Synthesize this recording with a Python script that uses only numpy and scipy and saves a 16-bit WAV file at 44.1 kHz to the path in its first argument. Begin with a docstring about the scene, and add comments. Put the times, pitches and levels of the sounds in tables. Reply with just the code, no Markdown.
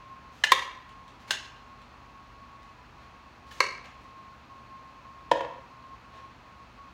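"""Spoon in a plastic bowl

A spoon knocks and scrapes in a plastic food-processor bowl, which is then set down on a stone counter.
Each contact rings for a few hundredths of a second and the hard kitchen answers.
Behind it are air noise, mains hum and the thin wavering whine of an appliance."""
import sys
import numpy as np
from scipy import signal
from scipy.fft import rfft, irfft, next_fast_len
from scipy.io import wavfile
from scipy.ndimage import map_coordinates

SR = 44100
rng = np.random.default_rng(int(sys.argv[2]) if len(sys.argv) > 2 else 0)


def generate_wav(sig):
    """Save sig (samples, or channels by samples) to the path in sys.argv[1] as 16-bit PCM at SR."""
    pcm = np.round(np.clip(np.atleast_2d(sig).T, -1, 1) * 32767).astype(np.int16)
    wavfile.write(sys.argv[1], SR, pcm)


N = 305613

# Each row: frequency in Hz, t60 in seconds, level in dB struck at the tip, then at the neck.
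SPOON_MODES = [(392, 0.03, -50, -16), (632, 0.029, -24.5, -8), (853, 0.027, -16, -5),
               (1447, 0.024, -19, -2), (1580, 0.076, -39, -3.5), (1752, 0.033, -1, -3.5),
               (2030, 0.022, -3.5, -21), (2150, 0.022, -20, -13), (2516, .025, -13, -15),
               (2817, 0.06, -20, -7.5), (3046, 0.02, -0.5, -28), (3500, 0.022, -10.5, -10),
               (3830, 0.015, -18, -2), (3985, 0.016, -10.5, 5), (4135, 0.019, -10, -15),
               (5260, 0.018, -14.5, 2), (6390, 0.0086, 0, -22), (6690, 0.015, -14, 2)]
# Each row: frequency in Hz, t60 in seconds, level in dB struck on the rim, then on the wall.
BOWL_MODES = [(386, 0.037, -24, -11), (538, 0.042, -21.5, -5), (827, 0.032, -17, -43), (1043, 0.034, 3, 1),
              (1146, 0.021, -21, 11), (1316, 0.039, -15.5, -7.5), (1614, 0.031, -12, -1),
              (1827, 0.03, -29, -0.5), (1928, 0.031, -5, -8), (2150, 0.05, -22.5, -2.5),
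              (2308, .04, -16.5, -5), (2762, 0.028, -17, -16), (3203, 0.018, -17, -18),
              (3370, 0.017, -7.5, -31), (3633, 0.061, -16.5, -37.5), (4260, 0.017, -11.5, -16.5),
              (4402, 0.014, -24, 10.5), (5690, .013, -9.5, -17), (6220, .012, -25.5, -4)]
# Bowl foot and counter together. Each row: frequency in Hz, t60 in seconds, level in dB.
FOOT_MODES = [(149, 0.16, -33), (329.6, 0.069, -21), (471.4, 0.045, -12.5), (528, 0.034, -2),
              (674, 0.034, -6.5), (870, 0.032, -11), (969, 0.031, 2.5), (1670, 0.026, -15),
              (1804, 0.023, -8.5), (2140, 0.019, -22), (2650, 0.017, -15), (2950, 0.015, -18),
              (3203, 0.022, -17), (4370, 0.017, -18)]
# Each row: start in seconds, ring peak in dB, place (0 tip, 1 neck), rise in seconds,
# relative crack level in dB, crack tilt in dB per octave, relative echo level in dB.
SPOON_TAPS = [(0.437, -8, 0.092, 0.0034, -2, -0.1, -8.5), (1.3066, -15, 1, 0.00216, 3.5, 0.5, -8),
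              (3.512, -38, 0.052, 0.0033, -5, -5, -11)]
# Columns as in SPOON_TAPS; place 0 is the rim, 1 the wall.
BOWL_KNOCKS = [(0.5182, -2, 0.0045, 0.0032, 1, 2, -9), (3.6038, -5, 0.77, 0.00083, -6, 0.3, -7)]
# The bowl lands and rocks. Columns as in SPOON_TAPS; place has no effect.
BOWL_LANDINGS = [(5.3135, -5, 0, 0.0034, -3, -4, -9), (5.4055, -20, 0, 0.0048, 1.5, -6.5, -6),
                 (5.446, -25.5, 0, 0.0033, -1, -8, -7)]
# Each row: start in seconds, level in dB.
SPOON_TICKS = [(.892, -48.5), (1.080, -47), (1.817, -52), (2.63, -54), (3.567, -52), (3.856, -47.5),
               (6.203, -60)]
# Each row: start in seconds, length in seconds, level in dB, wet share of the power from 0 to 1.
SCRAPE_STROKES = [(0.296, 0.21, -64.5, 0.5), (1.189, 0.058, -63, 0.3), (1.27, 0.045, -51, 0.23),
                  (2.96, 0.1, -64, 0.03), (3.463, 0.039, -63, 0.4), (3.504, 0.037, -53, 0.54),
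                  (3.526, .08, -61, 0.9), (3.837, 0.03, -52.5, 0.04), (3.999, 0.061, -70, 0.64),
                  (6.117, 0.092, -58.5, 0.01)]
# Contact noise, spoon on plastic, moist food parting, room echo, moving air.
# Each row: frequency in Hz, relative level in dB.
CRACK_SPECTRUM = [(40, -38), (150, -14), (400, -4.5), (1500, 7), (3500, 8), (6500, -2), (8500, -7),
                  (12000, -16.5), (16000, -17.5)]
RUB_SPECTRUM = [(200, -10), (600, 2.5), (1800, 2.5), (4000, -6.5), (7000, -21), (15000, -42)]
WET_SPECTRUM = [(800, -36), (3000, 4), (6000, -1), (9000, -12), (15000, -14)]
ECHO_SPECTRUM = [(150, 1.5), (500, 5.5), (1000, -2.5), (2500, 3), (4500, -1.5), (6500, 3), (10000, -1.5),
                 (15000, -7)]
AIR_SPECTRUM = [(25, -23), (45, 1), (90, -0.5), (150, -3), (260, -2), (400, -9), (620, -7), (1150, -2.5),
                (1500, -8.5), (2500, -13), (4400, -22), (6600, -28), (7800, -35.5), (10500, -42)]
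# Each row: frequency in Hz, t60 in seconds.
KITCHEN_DECAY = [(150, 0.36), (500, 0.45), (1000, 0.64), (2500, 0.56), (5000, 0.53), (8000, 0.4),
                 (15000, 0.39)]
# Each row: time in seconds, pitch in Hz.
WHINE_PITCH = [(0.0, 1069), (1.73, 1085), (2.1, 1094), (2.21, 1095), (2.64, 1104), (4.12, 1076),
               (4.52, 1081), (4.9, 1069), (5.06, 1080), (5.87, 1068), (5.98, 1084), (6.05, 1096),
               (6.18, 1081), (6.5, 1085), (6.8, 1113), (6.92, 1072)]
# Each row: start in seconds, length in seconds, level in dB.
WHINE_SPELLS = [(-.02, 0.36, -53.5), (0.847, 0.3, -55.5), (1.192, .17, -59), (1.387, .47, -54.5),
                (1.9, 0.84, -55), (2.952, 0.37, -53.5), (3.332, 0.69, -57), (4.035, 0.42, -55.5),
                (4.489, .52, -51.5), (5.031, 0.64, -54), (5.7, .27, -51), (6.023, 0.31, -52.5),
                (6.429, .22, -53.5), (6.773, 0.13, -51.5)]
# Each row: centre in Hz, half width in Hz, boost in dB.
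AIR_RESONANCES = [(992, 11, 7), (2583, 76, 5), (4270, 220, 5), (6670, 160, 1.5)]
# Each row: frequency in Hz, rms level in dB.
HUM_TONES = [(49.5, -67.5), (70.5, -65), (120, -66), (241, -69.5)]


def strikes(modes, blows, crack_t60_s):
    """Each blow rings the modes as its place favours them, with a crack on top."""
    track, t = np.zeros(N), np.arange(SR // 5) / SR
    hz, t60_s, *levels_db = np.transpose(modes)[:, :, None]
    partials = np.sin(2 * np.pi * hz * t) * amp(-60 * t / t60_s)
    partials[1::2] *= -1  # neighbouring modes swing against each other
    for start_s, db, place, rise_s, crack_db, tilt_db_per_octave, echo_db in blows:
        swell = 1 - np.exp(-(t / rise_s) ** 2)  # the plastic flexes during contact
        mode_gains = amp((1 - place) * levels_db[0] + place * levels_db[-1])
        ring = swell * np.sum(partials * mode_gains, axis=0)
        burst = np.sqrt(swell) * crack(t, crack_t60_s, tilt_db_per_octave)
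        blow = ring / np.abs(ring).max() + amp(crack_db) * burst / 2
        add(track, start_s, in_kitchen(amp(db) * blow, echo_db))
    return track


def crack(t, t60_s, tilt_db_per_octave=0, snap_db=5, snap_t60_s=0.012):
    """Hard things meet: a snap, then dense fading modes as noise. Soft contacts tilt it down."""
    spectrum = [(hz, db + tilt_db_per_octave * np.log2(hz)) for hz, db in CRACK_SPECTRUM]
    fade = amp(-60 * t / t60_s) + amp(snap_db - 60 * t / snap_t60_s)
    return coloured(rng.standard_normal(len(t)), spectrum) * fade / 2


def ticks(t60_s=0.047, echo_db=0.5):
    """The spoon's edge barely touches the plastic."""
    track, t = np.zeros(N), np.arange(SR // 20) / SR
    for start_s, db in SPOON_TICKS:
        add(track, start_s, in_kitchen(amp(db) * crack(t, t60_s) / 2, echo_db))
    return track


def scrapes(grain_db=5, echo_db=-0.5):
    """Strokes of tiny uneven slips: dull on bare plastic, hissing through moist food."""
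    track = np.zeros(N)
    for start_s, length_s, db, wet_share in SCRAPE_STROKES:
        n = int(length_s * SR)
        slips = rng.standard_normal((2, SR // 2)) * amp(grain_db * rng.standard_normal(SR // 2))
        rub = np.sqrt(1 - wet_share) * coloured(slips[0], RUB_SPECTRUM)
        hiss = np.sqrt(wet_share) * coloured(slips[1], WET_SPECTRUM)
        stroke = (rub + hiss)[:n] * signal.windows.tukey(n, 0.5)
        add(track, start_s, in_kitchen(amp(db) * stroke, echo_db))
    return track


def in_kitchen(x, echo_db, build_s=0.0033, clump_db=2.0):
    """Direct sound plus a fresh diffuse echo, each frequency dying at its own rate."""
    hz, t, noise = signal.stft(rng.standard_normal(SR * 3 // 4), SR, nperseg=256)
    fade = amp(along(ECHO_SPECTRUM, hz)[:, None] - 60 * t / along(KITCHEN_DECAY, hz)[:, None])
    tail = signal.istft(noise * fade, SR, nperseg=256)[1]
    tail *= 1 - np.exp(-(np.arange(len(tail)) / SR / build_s) ** 2)  # nearest cabinets answer first
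    tail *= amp(clump_db * signal.resample(rng.standard_normal(SR // 300), len(tail)))
    response = amp(echo_db) * tail / np.linalg.norm(tail)
    response[0] += 1
    return signal.fftconvolve(x, response)


def whine(rest_hz=1077, jitter_hz=2.54, flutter_db=2.1, shiver_db=1.85):
    """An appliance's tone, in spells. Its level ripples as the pitch drifts through standing waves."""
    attack_s, release_s, sag_db_per_s = 0.025, 0.022, 2
    standing_depth_db, standing_spacing_hz = 2, 28.8
    t, spells = np.arange(N) / SR, np.zeros(N)
    for start_s, length_s, db in WHINE_SPELLS:
        age_s = t - start_s
        gate = np.clip(np.minimum(age_s / attack_s, (length_s - age_s) / release_s), 0, 1)
        spells += gate * amp(db - sag_db_per_s * age_s)
    pitch_hz = np.interp(t, *np.transpose(WHINE_PITCH))
    standing_db = standing_depth_db * np.cos(2 * np.pi * (pitch_hz - rest_hz) / standing_spacing_hz)
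    level = spells * amp(standing_db + flutter_db * wobble(16) + shiver_db * wobble(40))
    phase = 2 * np.pi * np.cumsum(pitch_hz + jitter_hz * wobble(25)) / SR
    return level * np.sqrt(2) * np.sin(phase)


def air(level_db=-53.5, waver_db=0.1):
    """Air rushes through a few resonances."""
    def resonances(hz):
        return amp(sum(db / (1 + ((hz - centre_hz) / half_width_hz) ** 2)
                       for centre_hz, half_width_hz, db in AIR_RESONANCES))

    level = amp(level_db + waver_db * wobble(3.127))
    return level * coloured(filtered(rng.standard_normal(N), resonances), AIR_SPECTRUM)


def hum(drift_rad=0.34):
    """Mains and motors hum, each tone slightly unsteady in phase."""
    t = np.arange(N) / SR
    return sum(amp(db) * np.sqrt(2) * np.sin(2 * np.pi * hz * t + drift_rad * wobble(3.55))
               for hz, db in HUM_TONES)


def scene():
    """Spoon, bowl and counter over the kitchen's background."""
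    spoon = strikes(SPOON_MODES, SPOON_TAPS, crack_t60_s=0.088)
    bowl = strikes(BOWL_MODES, BOWL_KNOCKS, crack_t60_s=0.033)
    counter = strikes(FOOT_MODES, BOWL_LANDINGS, crack_t60_s=0.041)
    return (spoon + bowl + counter + ticks() + scrapes() + whine() + air() + hum())[None]


def record(dry):
    """Steep low-pass."""
    cutoff_hz, edge_hz = 16000, 200
    return filtered(dry[0], lambda hz: np.clip((cutoff_hz - hz) / edge_hz + 0.5, 0, 1))[None]


def amp(db):
    """Decibels to gain."""
    return 10 ** (np.asarray(db) / 20)


def along(points, hz):
    """(Hz, value) points interpolated on a log axis."""
    knots_hz, values = np.transpose(points)
    return np.interp(np.log(hz + 1), np.log(knots_hz), values)


def filtered(x, response):
    """x through a gain given as a function of Hz."""
    size = next_fast_len(len(x) + SR // 4)
    return irfft(rfft(x, size) * response(np.fft.rfftfreq(size, 1 / SR)), size)[:len(x)]


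def coloured(x, spectrum):
    """x shaped by (Hz, dB) points, at rms 1."""
    shaped = filtered(x, lambda hz: amp(along(spectrum, hz)))
    return shaped / np.sqrt(np.mean(shaped ** 2) + 1e-20)


def wobble(knots_per_s):
    """A smooth random curve."""
    knots = rng.standard_normal(int(N * knots_per_s / SR) + 4)
    return map_coordinates(knots, [np.arange(N) * knots_per_s / SR])


def add(track, start_s, sound):
    """Mix a sound into the track."""
    part = track[round(start_s * SR):][:len(sound)]
    part += sound[:len(part)]


dry = scene()
out = record(dry)
generate_wav(out)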